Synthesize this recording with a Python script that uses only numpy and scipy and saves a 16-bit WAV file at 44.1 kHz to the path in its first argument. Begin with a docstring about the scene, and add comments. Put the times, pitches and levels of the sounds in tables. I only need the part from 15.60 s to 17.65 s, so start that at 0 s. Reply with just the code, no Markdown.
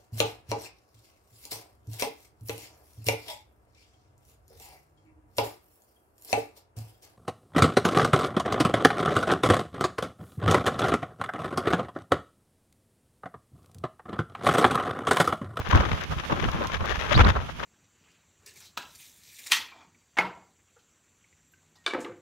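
"""Gusty wind beats on the two ports of a microphone while heavy surf churns on a rocky shore behind.
Eddies rasp across the ports, mostly the left one, and the largest growl: coloured noise in short swells.
Pressure buffets thump in the bass and the hardest gusts crack: low swells and very short noise swells.
Now and then the wind hoots or whistles on an edge (wavering sines), and spray or sand ticks on the casing.
The surf is a steady wash: noise whose level follows a slow curve and churns gently."""
import sys
import numpy as np
from scipy import signal
from scipy.fft import rfft, irfft, next_fast_len
from scipy.io import wavfile
from scipy.ndimage import uniform_filter1d

SR = 44100
rng = np.random.default_rng(int(sys.argv[2]) if len(sys.argv) > 2 else 0)


def store_pcm(level_fs):
    """Save levels as 16-bit WAV."""
    pcm = np.round(np.clip(level_fs, -1, 1) * 32767).astype(np.int16)
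    wavfile.write(sys.argv[1], SR, np.atleast_2d(pcm).T)


N = 90404
TIME = np.arange(N) / SR   # seconds

# All levels in the tables come before the rounding of peaks in record().
# A "half length" runs from the top of a swell to where it has sunk by about 4 dB.


def from_db(db):
    """Turns decibels into a gain."""
    return 10 ** (np.asarray(db) / 20)


def rms_one(x):
    """Scales each channel to an average strength (rms) of 1."""
    return x / np.sqrt(np.mean(x ** 2, axis=-1, keepdims=True) + 1e-20)


def drift(hz):
    """Random wandering for each port, with rms 1: noise smoothed twice so that little is left above hz."""
    r = np.exp(-2 * np.pi * hz / SR)
    raw = rng.standard_normal((2, N + SR))
    smooth = signal.lfilter([1], [1, -2 * r, r * r], raw)
    return rms_one(smooth[:, SR:])   # skip the first second, while the filter settles


def noise(spectrum, likeness):
    """Stereo noise of rms 1 with a given colour; likeness 0 is unrelated sides, 1 is equal sides."""
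    table_hz, table_db = np.transpose(spectrum)
    size = next_fast_len(N, True)
    hz = np.arange(size // 2 + 1) * SR / size
    gain = from_db(np.interp(np.log(hz + 1), np.log(table_hz), table_db))
    white = rng.standard_normal((2, size))
    mid, side = irfft(rfft(white) * gain, size)[:, :N]
    left_right_sign = np.array([[1], [-1]])
    return rms_one(np.sqrt(1 + likeness) * mid + np.sqrt(1 - likeness) * side * left_right_sign)


def evened(x, span_s):
    """Holds the level steady over spans longer than span_s and keeps the finer grain."""
    size = max(int(span_s * SR), 2)
    power = uniform_filter1d(uniform_filter1d(x ** 2, size), size)
    return x / np.sqrt(np.abs(power) + 1e-12)


SWELL_EDGE = 2.2   # 2 is a bell, more gives steeper sides


def swell(s, half_s):
    """A rounded rise and fall that peaks at 1 at time s."""
    away = np.abs(TIME - s) / half_s
    out = np.zeros(N)
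    near = away < 4
    out[near] = np.exp(-.5 * away[near] ** SWELL_EDGE)
    return out


def swells(rows):
    """Left and right gain of overlapping swells, summed in power."""
    power = 0
    for s, half_s, left, right in rows:
        power = power + (from_db([[left], [right]]) * swell(s, half_s)) ** 2
    return np.sqrt(power)


# eddies, before the two gains below: t/s, half length t/s, left level/dB, right level/dB,
# sizzle against rasp level/dB
EDDY_TABLE = [(0.013, 0.006, -31, -68, -7.5), (0.07, 0.013, -30, -41, -5.5), (0.112, 0.0093, -25, -34, -3),
              (0.129, 0.0046, -23.5, -25, -6.5), (0.154, 0.0091, -17.5, -24.5, -10.5),
              (0.176, 0.0084, -20, -23, -12.5), (0.208, 0.014, -23.5, -26, -11.5),
              (0.236, 0.0072, -28.5, -24.5, -18), (0.258, 0.012, -25, -37, -10.5),
              (0.295, 0.0091, -29.5, -56, -6.5), (0.319, 0.0048, -24, -29.5, -9.5),
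              (0.339, 0.012, -32.5, -59, -3.5), (0.376, 0.025, -35, -43, -9.5),
              (0.426, 0.019, -32.5, -42.5, -4), (0.526, 0.013, -29.5, -32.5, -14.5),
              (0.594, 0.014, -32, -55, -5.5), (0.642, 0.01, -31.5, -63, -8.5),
              (0.703, 0.0056, -23.5, -26.5, -20), (0.726, 0.014, -24, -28, -13),
              (0.772, 0.016, -29, -38.5, -15), (0.799, 0.0065, -29.5, -46, -3.5),
              (0.841, 0.017, -26, -55, -7), (0.89, 0.0074, -24.5, -33, -19), (0.945, 0.023, -31, -56, -8.5),
              (0.973, 0.032, -37, -36.5, -10), (1.024, 0.014, -27, -29.5, -15),
              (1.054, 0.0091, -26, -31.5, -14.5), (1.102, 0.0037, -28.5, -57, -6),
              (1.144, 0.019, -29, -38, -2.5), (1.214, 0.011, -28, -35.5, -14),
              (1.251, 0.011, -27, -32, -31), (1.277, 0.02, -33.5, -61, -1.5), (1.31, 0.015, -23.5, -56, -4),
              (1.355, 0.011, -29, -38, -3.5), (1.409, 0.018, -31, -63, -2.5), (1.451, 0.03, -30, -62, -6),
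              (1.497, 0.0058, -28.5, -32.5, -6.5), (1.518, 0.0093, -21.5, -33, -7),
              (1.532, 0.011, -23.5, -36, -1), (1.578, 0.014, -27.5, -28, -5),
              (1.595, 0.0086, -15.5, -18, -9), (1.612, 0.0084, -20, -21, -3),
              (1.645, 0.0092, -25, -23.5, -15), (1.665, 0.0051, -17, -19.5, -15),
              (1.691, 0.018, -20.5, -27, -6), (1.765, 0.0087, -22, -26, -34),
              (1.785, 0.052, -32.5, -48, -11.5), (1.894, 0.0058, -30, -61, -13.5),
              (2.006, 0.0091, -30, -42, -8.5), (2.035, 0.0081, -28, -33, -9)]
# colour of the rasp and of the brighter sizzle: f/Hz, relative level/dB per Hz
RASP_COLOUR = [(60, -7), (180, -7), (300, -2), (420, 4), (750, 3), (1300, 6), (1800, -8.5), (2600, -14.5),
               (4000, -19), (8000, -85)]
SIZZLE_COLOUR = [(800, -11), (1600, 8), (2300, 2), (3400, -0.5), (4300, -12), (6500, -14), (7800, -33.5),
                 (11500, -32), (16000, -50)]
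RASP_DB, SIZZLE_DB = 1, 6   # gains of the two parts
RASP_LIKENESS = 0.013   # shared with the cracks
# spread and speed before evening out
FLUTTER_DB, FLUTTER_HZ = 3.5, 75   # the flow flaps within an eddy
CRACKLE_DB, CRACKLE_HZ = 3, 273   # and breaks up finer still


def eddies():
    """Each eddy tears over the ports: a rasp and a brighter sizzle, fluttering together."""
    flutter_db = FLUTTER_DB * drift(FLUTTER_HZ) + CRACKLE_DB * drift(CRACKLE_HZ)
    rasp = evened(noise(RASP_COLOUR, RASP_LIKENESS) * from_db(flutter_db), span_s=0.0094)
    sizzle_db = flutter_db + 2.46 * drift(200)   # the treble also flickers by itself
    sizzle = evened(noise(SIZZLE_COLOUR, RASP_LIKENESS) * from_db(sizzle_db), span_s=0.031)
    rasp_rows = [row[:4] for row in EDDY_TABLE]
    # the sizzle is 2.5 dB weaker on the right
    sizzle_rows = [(s, half_s, left + tilt, right + tilt - 2.5)
                   for s, half_s, left, right, tilt in EDDY_TABLE]
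    rasp_part = from_db(RASP_DB) * rasp * swells(rasp_rows)
    sizzle_part = from_db(SIZZLE_DB) * sizzle * swells(sizzle_rows)
    return rasp_part + sizzle_part


# large eddies: t/s, half length t/s, left level/dB, right level/dB
GROWL_TABLE = [(.235, 0.047, -32.5, -36), (.724, 0.0084, -19, -24), (.772, 0.032, -31.5, -33.5),
               (.845, 0.018, -28, -28), (1.0, 0.032, -30.5, -35), (1.62, 0.059, -28.5, -28.5)]
# colour of a growl, in the low middle: f/Hz, relative level/dB per Hz
GROWL_COLOUR = [(60, -59), (130, 14), (180, 14), (310, 11), (450, 5), (900, -45.5)]


def growls():
    """The largest eddies tear at a lower pitch."""
    flutter_db = 4 * drift(80)
    tearing = evened(noise(GROWL_COLOUR, likeness=.3) * from_db(flutter_db), span_s=.02)
    return swells(GROWL_TABLE) * tearing


# pressure buffets: t/s, half length t/s, left level/dB, right level/dB
BUFFET_TABLE = [(0.005, 0.0069, -27, -24), (0.098, 0.0076, -33, -20), (0.135, 0.0057, -22, -10.5),
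                (0.157, 0.011, -7.5, -11), (0.203, 0.016, -20, -17), (0.276, 0.017, -25.5, -28),
                (0.334, 0.017, -24, -21), (0.516, 0.021, -29.5, -27), (0.573, 0.011, -28, -26.5),
                (0.654, 0.052, -45, -41), (0.72, 0.0067, -29.5, -46), (0.781, 0.059, -34, -51),
                (0.832, 0.015, -29.5, -20.5), (0.876, 0.026, -24.5, -24), (0.951, 0.013, -23.5, -22),
                (1.004, 0.016, -33.5, -36), (1.066, 0.021, -31, -49), (1.159, 0.032, -69, -26.5),
                (1.22, 0.014, -26.5, -23), (1.309, 0.047, -67, -29.5), (1.382, 0.0076, -34, -22.5),
                (1.44, 0.012, -59, -30), (1.535, 0.034, -57, -22.5), (1.572, 0.013, -12.5, -11),
                (1.613, 0.015, -8.5, -10.5), (1.662, 0.023, -13, -15.5), (1.698, 0.017, -17.5, -16),
                (1.775, 0.021, -27, -22.5), (1.822, 0.031, -31.5, -40), (1.965, 0.071, -42.5, -40)]
# colour of the thumps and the rumble: f/Hz, relative level/dB per Hz
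RUMBLE_COLOUR = [(15, -15), (35, -14), (60, -0.5), (82, 0.5), (115, -7.5), (180, -14), (280, -21),
                 (500, -37.5), (1200, -74)]
RUMBLE_LIKENESS = 0.34
STEADY_RUMBLE_DB = (-79, -36)   # left, right


def buffets():
    """Lumps of pressure push on the diaphragms over a nearly steady low rumble."""
    thumps = swells(BUFFET_TABLE) * evened(noise(RUMBLE_COLOUR, RUMBLE_LIKENESS), span_s=0.021)
    rumble_db = np.array(STEADY_RUMBLE_DB)[:, None] + 0.52 * drift(54)
    return thumps + from_db(rumble_db) * noise(RUMBLE_COLOUR, RUMBLE_LIKENESS)


# cracks at the ports: t/s, left level/dB, right level/dB
CRACK_TABLE = [(0.151, -23, -31), (0.168, -27, -20), (0.21, -18.5, -27), (0.334, -23.5, -35),
               (0.725, -30, -17.5), (1.208, -36, -34), (1.245, -48, -27), (1.532, -17, -46),
               (1.553, -42, -18), (1.578, -33, -13.5), (1.595, -28, -22), (1.604, -19, -11),
               (1.613, -14, -18.5), (1.652, -21, -16), (1.671, -26, -27), (1.691, -15.5, -30),
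               (1.764, -35, -24.5)]
# colour of a crack: f/Hz, relative level/dB per Hz
CRACK_COLOUR = [(100, -12), (500, 2.5), (1300, 5.5), (3500, -16), (6500, -26.5), (9000, -43)]
CRACK_HALF_S = 0.002


def cracks():
    """The hardest gusts slap a port: separate cracks a few milliseconds long."""
    rows = [(s, CRACK_HALF_S, left, right) for s, left, right in CRACK_TABLE]
    grain = evened(noise(CRACK_COLOUR, RASP_LIKENESS), span_s=CRACK_HALF_S)
    return swells(rows) * grain


# brief edge tones, from hoots to whistles: t/s, half length t/s, pitch f/Hz, rise f/Hz per s,
# left level/dB, right level/dB (before the flicker)
WHISTLE_TABLE = [(0.133, 0.0031, 1018, -2, -10, -15), (1.015, 0.0047, 593, 2.5, -21.5, -26),
                 (1.018, 0.13, 1051, 3, -35.5, -39), (1.52, 0.0052, 595, -1, -14.5, -45),
                 (1.553, 0.005, 3820, -4, -19.5, -42), (1.563, 0.0058, 4380, 37998.5, -23, -49),
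                 (1.607, 0.006, 1340, -3, -10.5, -24), (1.648, 0.0017, 4140, 259995, -20.5, -21)]
WHISTLE_WANDER = 0.032   # spread of the pitch, as a share of it
WHISTLE_WANDER_HZ = 420   # speed of the pitch wander and the flicker
WHISTLE_FLICKER_DB = 4.0   # spread of the level


def whistles():
    """The flow locks on to an edge for a moment and sounds a ragged, unsteady tone."""
    out = 0
    wander = 1 + WHISTLE_WANDER * drift(WHISTLE_WANDER_HZ)
    for s, half_s, hz, rise, left, right in WHISTLE_TABLE:
        pitch = hz * wander + rise * (TIME - s)
        tone = np.sin(2 * np.pi * np.cumsum(pitch, axis=1) / SR)
        out = out + from_db([[left], [right]]) * swell(s, half_s) * tone
    flicker = rms_one(from_db(WHISTLE_FLICKER_DB * drift(WHISTLE_WANDER_HZ)))
    return out * flicker


# specks hitting the casing, before the gains below: t/s, starting level/dB, left minus right level/dB
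SPECK_TABLE = [(0.09, -44, 0), (0.111, -42.5, 10), (.157, -39, 9), (0.172, -50, 16), (0.208, -48, 4),
               (0.332, -53, -3), (0.413, -47.5, 8), (0.437, -43.5, 7), (0.916, -42.5, 0),
               (1.039, -46.5, -6), (1.071, -37.5, 4.5), (1.135, -48, 8), (1.258, -40.5, 6),
               (1.3147, -45, 5), (1.399, -52, 10), (1.6145, -44, 4), (1.689, -43, 14)]
SPECK_DB, SPECK_S = 5.5, 0.0014   # gain of all ticks; time to fade to about a third
SPECK_LOW_HZ, SPECK_HIGH_HZ, SPECK_RING_DB = 2940, 6100, 13.5   # the casing rings in this band


def specks():
    """Ticks of noise that start at once and fade within milliseconds, with a short ring of the casing."""
    strength = 0
    for s, db, pan in SPECK_TABLE:
        fade = (TIME >= s) * np.exp(-np.abs(TIME - s) / SPECK_S)
        strength = strength + from_db([[db + pan / 2], [db - pan / 2]]) * fade
    ticks = from_db(SPECK_DB) * strength * rng.standard_normal((2, N))
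    band = signal.butter(2, [SPECK_LOW_HZ, SPECK_HIGH_HZ], "band", fs=SR, output="sos")
    return ticks + from_db(SPECK_RING_DB) * signal.sosfilt(band, ticks)


# surf, before the port levels and the churning: t/s, level/dB
SURF_CURVE = [(0, -36), (.3, -33.5), (.47, -34.5), (.8, -31.5), (1.2, -36.5), (1.55, -31.5), (1.75, -36),
              (1.9, -37), (2.05, -36)]
# moments when the left port is turned down and lets through less of the wash; the surf itself goes on:
# t/s, half length t/s, cut level/dB (negative lets through more)
LEFT_PORT_CUTS = [(0.023, 0.016, 9), (0.45, 0.013, 9), (0.687, 0.016, 6), (1.644, 0.012, -1),
                  (1.744, 0.022, 9)]
# colour of the wash: f/Hz, relative level/dB per Hz
SURF_COLOUR = [(30, -45), (150, 10.5), (400, -2.5), (800, -0.5), (1150, 0), (1700, -3), (3300, -4),
               (4200, -13), (6400, -15), (7800, -27.5), (11500, -24.5), (16000, -37)]
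SURF_PORT_DB = (-7.5, -4)   # left, right
SURF_LIKENESS = 0.018


def surf():
    """The wash of many breakers is steady noise, gently churning."""
    level_db = np.interp(TIME, *np.transpose(SURF_CURVE)) + np.array(SURF_PORT_DB)[:, None]
    for s, half_s, cut_db in LEFT_PORT_CUTS:
        level_db[0] -= cut_db * swell(s, half_s)
    churn_db = 2.6 * drift(16.7)
    return from_db(level_db + churn_db) * noise(SURF_COLOUR, SURF_LIKENESS)


def scene():
    """Wind on the microphone in front, surf behind."""
    wind = eddies() + growls() + buffets() + cracks() + whistles()
    return wind + specks() + surf()


CUTOFF_HZ = 15850


def record(dry):
    """Rounds the peaks softly, then cuts the top steeply."""
    rounded = 1.407 * np.tanh(dry / 1.624)
    top_cut = signal.ellip(12, .1, 80, CUTOFF_HZ, fs=SR, output="sos")
    return signal.sosfilt(top_cut, rounded)


dry = scene()
out = record(dry)
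store_pcm(out)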